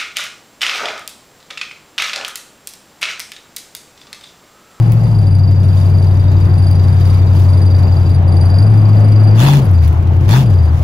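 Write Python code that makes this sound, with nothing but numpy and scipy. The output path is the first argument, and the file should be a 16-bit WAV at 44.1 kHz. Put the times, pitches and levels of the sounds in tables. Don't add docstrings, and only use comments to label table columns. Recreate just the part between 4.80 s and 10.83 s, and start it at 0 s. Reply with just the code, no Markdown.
import sys
import numpy as np
from scipy import signal
from scipy.io import wavfile
from scipy.ndimage import uniform_filter1d, minimum_filter1d

SR = 44100
rng = np.random.default_rng(int(sys.argv[2]) if len(sys.argv) > 2 else 0)


def wav_out(sig):
    wavfile.write(sys.argv[1], SR, np.round(np.clip(np.atleast_2d(sig).T, -1, 1) * 32767).astype(np.int16))


def volts(x):
    e = np.asarray(x, float) / 20
    return 10 ** e


N = 265967

# time in seconds, firings per second, load as a relative level in dB.
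ENGINE_RUN = [(0.0, 113.25, -7.7), (0.3, 111.9, -11.1), (0.36, 106.1, -9.5), (0.47, 96.01, -9.0),
              (1.0, 94.51, -8.9), (1.8, 92.96, -9.1), (2.9, 92.34, -7.7), (3.2, 89.93, -9.9),
              (3.65, 90.24, -8.6), (3.77, 94.45, -7.8), (3.9, 108.23, -5.5), (4.05, 104.13, -6.2),
              (4.55, 105.02, -5.0), (4.6, 116.5, -6.1), (4.66, 140.19, -6.6), (4.76, 142.71, -5.7),
              (4.81, 134.53, -11.0), (4.87, 98.95, -10.0), (4.95, 87.18, -7.8), (5.05, 78.46, -9.0),
              (5.2, 84.66, -11.6), (5.46, 89.39, -9.5), (5.52, 109.44, -7.4), (5.57, 133.16, -6.0),
              (5.63, 130.92, -11.0), (5.72, 95.11, -7.5), (5.86, 77.48, -9.5), (6.03, 86.6, -12.4)]
CAM_ORDERS_DB = [-46, -36, -29, -22, -22, -27, -23, 0, -15, -24, -14, -19, -20, -24, -26, -24, -30, -35,
                 -35, -34, -38, -35, -35, -33]
# frequency in Hz, relative density in dB per Hz.
RASP_COLOUR = [(200, -25.5), (500, -8), (1000, -7), (2000, -11), (5000, -16), (9000, -22.5), (15600, -23),
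               (16100, -63.5)]
# frequency in Hz, width in Hz, rise over the rasp colour in dB.
PIPE_RINGS = [(820, 150, 11), (950, 100, 5), (1700, 250, 5), (2700, 300, 6), (3450, 350, 11),
              (4300, 300, 5), (6600, 400, 3)]
# opening in seconds, opening time in seconds, shutting in seconds,
# relative top of the rasp in dB.
THROTTLE_BLIPS = [(4.56, .05, 4.805, -36), (5.478, .008, 5.643, -38)]
# centre in seconds, half length in seconds, change in dB.
HISS_SWELLS = [(0.675, 0.15, -5), (1.002, .07, 6), (2.245, 0.11, 7), (2.598, .06, 6), (3.45, 0.091, -5),
               (5.046, 0.054, 6), (5.3, .12, -5.5)]
# time in seconds, level in dB before pauses and waver.
SQUEAK_COURSE = [(0, -49.5), (.45, -44), (.7, -46.5), (1.0, -43.5), (1.25, -47.5), (1.7, -47.5),
                 (1.8, -41.5), (2.6, -46), (2.76, -39), (3.4, -46), (3.5, -43.5), (3.85, -38), (4.0, -42.5),
                 (4.5, -39), (4.85, -48.5), (5.0, -48.5), (5.65, -46), (6.03, -47)]
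# frequency in Hz, relative level in dB, pitch wobble in Hz,
# mean lead of the right port in radians, left over right in dB.
SQUEAK_PARTIALS = [(4760, 0, 20, .1, -1), (4650, -8, 30, .2, -1), (9450, -9, 130, -1.8, 0)]
# start in seconds, end in seconds.
SQUEAK_RESTS = [(3.39, 3.47), (4.58, 4.82), (4.895, 4.94), (5.065, 5.63), (5.9, 6.1)]
# time in seconds, level in dB.
LOW_SQUEAK_COURSE = [(.6, -66.5), (.95, -49), (1.15, -58.5), (1.5, -49.5), (1.7, -60), (2.2, -51),
                     (2.6, -55.5), (3.3, -57), (3.5, -66)]
# start in seconds, relative level in dB, 60 dB decay of the tail in seconds.
TRIM_TICKS = [(0.1207, -27.5, 0.11), (0.9597, -44.5, 0.072), (1.0936, -47, 0.05), (1.9127, -32.5, 0.057),
              (2.251, -45.5, 0.05), (2.552, -41, 0.039), (2.594, -40, 0.062), (2.6383, -39, 0.05),
              (5.0783, -34, 0.056), (5.1282, -39.5, 0.041)]
# start in seconds, relative level in dB, 60 dB tail decay in seconds.
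THIN_TICKS = [(4.845, -33, 0.06), (4.854, -33, 0.06), (4.9127, -33, 0.09), (5.7034, -33, 0.04)]
# frequency in Hz, relative density in dB per Hz.
TRIM_COLOUR = [(500, -22.5), (2000, 11), (6000, -2.5), (16000, 6), (17000, -42.5)]
# frequency in Hz, relative density in dB per Hz.
THIN_COLOUR = [(8000, -30), (10300, -10), (11500, 0), (12700, -10), (15000, -30)]
# frequency in Hz, relative density in dB per Hz.
ROAD_COLOUR = [(12, -41), (25, -22.5), (45, -19.5), (70, -7), (130, -6), (190, -16.5), (240, -21),
               (330, -14.5), (430, -21.5), (700, -21.5), (1200, -29.5), (2500, -39.5), (5000, -56.5),
               (9000, -86.5)]
# time in seconds, level in dB.
ROAD_COURSE = [(0, -30), (.6, -32.5), (1.5, -29), (2.6, -29), (3.2, -29), (3.9, -26), (4.6, -23),
               (5.0, -30), (5.6, -28.5), (6.03, -30)]
# frequency in Hz, likeness from 0 to 1, left over right in dB,
# lead of the right port in radians.
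MIC_PORTS = [(0, .995, 2.4, .2), (150, .99, 2.5, .27), (250, .8, 2, .33), (550, .5, 4, 0),
             (900, .25, 4.5, -.5), (1500, .3, 1, -3), (4000, .15, 0, -6), (6400, .25, -2, -5.9),
             (8000, .85, -.5, -3.9), (16000, .88, 0, 6.6)]

PAUSE_DB, SQUEAK_WAVER_DB = -21.5, 1.5
CRUISE_RASP_DB, CRUISE_WAVER_DB = -59.5, 1.05
BLIP_ARCH_DB = 12.5
BLIP_SKEW = 0.78
BLIP_EDGE_S, AFTER_DB_PER_S = 0.012, 89.5


def cam_turns():
    firing_hz = curve(ENGINE_RUN, np.arange(N) / SR)[0]
    return np.cumsum(firing_hz) / SR / 8


def drone(turns):
    load_db = curve(ENGINE_RUN, np.arange(N) / SR)[1]
    order = np.arange(1, len(CAM_ORDERS_DB) + 1)[:, None]
    firing = order == 8
    looseness = np.where(firing, 0.03, 0.22)
    follow = np.where(firing, 1.4, np.where(order > 15, 1.5, -0.4))
    drift = wander(count=len(order), rate=5) + 1j * wander(count=len(order), rate=5)
    swing = 1 + looseness * drift
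    level_db = np.array(CAM_ORDERS_DB)[:, None] - 8.0 + follow * (load_db + 8.7)
    cycles = order * turns + rng.random(order.shape)
    wave = np.sqrt(2) * (volts(level_db) * swing * np.exp(2j * np.pi * cycles)).sum(0)
    tilt_db, lead_rad = 2.6, 0.19
    left = wave.real * volts(tilt_db / 2)
    right = (wave * np.exp(1j * lead_rad)).real / volts(tilt_db / 2)
    return np.array([left, right])


def rasp(turns):
    def plain_db(log_hz):
        return shape(RASP_COLOUR, log_hz)

    def ringing_db(log_hz):
        hz = np.exp(log_hz) - 1
        return plain_db(log_hz) + sum(db / (1 + (2 * (hz - f) / w) ** 2) for f, w, db in PIPE_RINGS)

    roar = port_noise(ringing_db, (10000, 13000), size=512, patchy_db=2.5)
    hiss = port_noise(plain_db, (10000, 13000), size=512, patchy_db=1.5)
    level_db = gas_flow_db()
    opened = np.clip((level_db + 50) / 12, 0, 1)
    fired = 8 * turns
    crack_strength = volts(4.0 * rng.standard_normal(800))[fired.astype(int)]
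    crack = crack_strength * np.exp(-(fired % 1) / 0.25)
    crank = 2 * turns - 0.62
    leak_draw = np.clip(rng.standard_normal(400), -2, 2)
    leak_db = -62 + 5.0 * leak_draw[np.floor(crank).astype(int) + 1]
    leak = volts(leak_db) * np.exp(-(crank % 1) / 0.15)
    flicker = volts(wander(count=1, rate=29)[0])
    cracked = evened(flicker * (1 + 1.2 * crack))
    flow = volts(level_db - 1.0) * cracked
    return flow * np.sqrt(opened) * roar + (flow * np.sqrt(1 - opened) + leak) * hiss


def gas_flow_db():
    t = np.arange(N) / SR
    cruise_db = CRUISE_RASP_DB + CRUISE_WAVER_DB * wander(count=1, rate=7)[0]
    swell_db = sum(db * np.exp(-((t - s) / half) ** 2) for s, half, db in HISS_SWELLS)
    power = volts(cruise_db + swell_db) ** 2
    for start, rise, end, top_db in THROTTLE_BLIPS:
        progress = np.clip((t - start) / (end - start), 0, 1)
        arch = 2 * progress ** BLIP_SKEW - 1
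        arch_db = top_db - BLIP_ARCH_DB * arch ** 2
        tail_db = -11 - AFTER_DB_PER_S * np.maximum(t - end, 0)
        held_open = gate(t, start, end, rise, BLIP_EDGE_S)
        power += (volts(arch_db) * (held_open + (t > end) * volts(tail_db))) ** 2
    return 10 * np.log10(power)


def squeak(turns):
    t = np.arange(N) / SR
    crank = 2 * turns - 0.74
    part = crank % 1
    draws = rng.standard_normal((400, 3))
    grab_draw, slide_draw, late = draws[np.floor(crank).astype(int) + 1].T
    grab = volts(1.5 * grab_draw) * np.exp(-((part - 0.13) / 0.09) ** 2)
    slide = volts(-5 + 2.0 * slide_draw) * np.exp(-abs((part - 0.43 - 0.04 * late) / 0.22) ** 3)
    body = evened(grab + slide + 0.09)
    pause = sum(gate(t, start, end, 0.01, 0.01) for start, end in SQUEAK_RESTS)
    waver_db = SQUEAK_WAVER_DB * wander(count=1, rate=7.4)[0]
    level_db = curve(SQUEAK_COURSE, t)[0] + PAUSE_DB * pause + waver_db
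    high = sum(shaky_tone(body * volts(level_db + db), hz, *rest) for hz, db, *rest in SQUEAK_PARTIALS)
    low_level = body * volts(curve(LOW_SQUEAK_COURSE, t)[0])
    return high + shaky_tone(low_level, hz=3765, wobble_hz=70, lead=1.4, tilt_db=0)


def shaky_tone(level, hz, wobble_hz, lead, tilt_db):
    wobble = signal.lfilter([1], [1, -0.995], rng.standard_normal((2, N)))
    phase = 2 * np.pi * np.cumsum(hz + wobble_hz * evened(wobble[0])) / SR
    shift = lead + 0.9 * wander(count=1, rate=18)[0]
    level = np.sqrt(2) * level * volts(2.0 * evened(wobble[1]))
    return level * [np.sin(phase) * volts(tilt_db / 2), np.sin(phase + shift) / volts(tilt_db / 2)]


def ticks(rows, colour):
    t, level = np.arange(N) / SR, np.zeros(N)
    for start, db, t60 in rows:
        age = np.maximum(t - start, 0)
        click = volts(-60 * age / 0.0052)
        tail = 0.26 * volts(-60 * age / t60)
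        level += (t >= start) * volts(db - 5) * (click + tail)
    return level * port_noise(lambda f: shape(colour, f), (10000, 13000), size=256, patchy_db=1)


def road():
    noise = port_noise(lambda f: shape(ROAD_COLOUR, f), (250, 1500), size=2048, patchy_db=1.3)
    return volts(curve(ROAD_COURSE, np.arange(N) / SR)[0]) * noise


def port_noise(colour_db, band, size, patchy_db):
    hz, frames = np.fft.rfftfreq(size, 1 / SR), 4 * N // size + 6
    a, b, c, d, patches = rng.standard_normal((frames, len(hz), 5)).T
    patches = uniform_filter1d(patches, size=len(hz) // 40, axis=0)
    patches = evened(uniform_filter1d(patches, size=8, axis=1))
    same, tilt_db, lead = (v[:, None] for v in curve(MIC_PORTS, hz))
    same = np.clip(same, 0, 1)
    left = a + 1j * b
    right = same * left * np.exp(1j * lead) + np.sqrt(1 - same ** 2) * (c + 1j * d)
    spectra = np.array([left * volts(tilt_db / 2), right / volts(tilt_db / 2)])
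    spectra *= volts(colour_db(np.log(hz + 1))[:, None] + patchy_db * patches)

    def sound(z):
        return signal.istft(z, nperseg=size, noverlap=3 * size // 4)[1][..., :N]

    inside = ((hz > band[0]) & (hz < band[1]))[:, None]
    return sound(spectra) / np.std(sound(spectra.mean(0) * inside))


def shape(points, log_hz):
    hz, db = np.transpose(points)
    return np.interp(log_hz, np.log(hz + 1), db)


def gate(t, start, end, rise, fall):
    return np.clip(np.minimum((t - start) / rise, (end - t) / fall) + 0.5, 0, 1)


def wander(count, rate):
    points = rng.standard_normal((count, 400))
    places = np.arange(N) * rate / SR
    return np.array([evened(np.interp(places, np.arange(400), p)) for p in points])


def curve(rows, t):
    places, *columns = np.transpose(rows)
    return [np.interp(t, places, c) for c in columns]


def evened(x):
    return x / np.sqrt(np.mean(x ** 2) + 1e-20)


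def scene():
    turns = cam_turns()
    engine = drone(turns) + rasp(turns) + squeak(turns)
    trim = ticks(TRIM_TICKS, TRIM_COLOUR) + ticks(THIN_TICKS, THIN_COLOUR)
    return engine + trim + road()


def top_cut(x):
    return signal.sosfilt(signal.butter(12, 17070, fs=SR, output="sos"), x)


def record(dry):
    smooth = abs(uniform_filter1d(dry, size=30)).max(0)
    crest = -minimum_filter1d(-smooth, size=500)
    over_db = np.maximum(20 * np.log10(crest + 1e-9) + 0.9, 0)
    held = dry / volts(0.9 * uniform_filter1d(over_db, size=500))
    return top_cut(np.clip(held, -1, 1))


dry = scene()
out = record(dry)
wav_out(out)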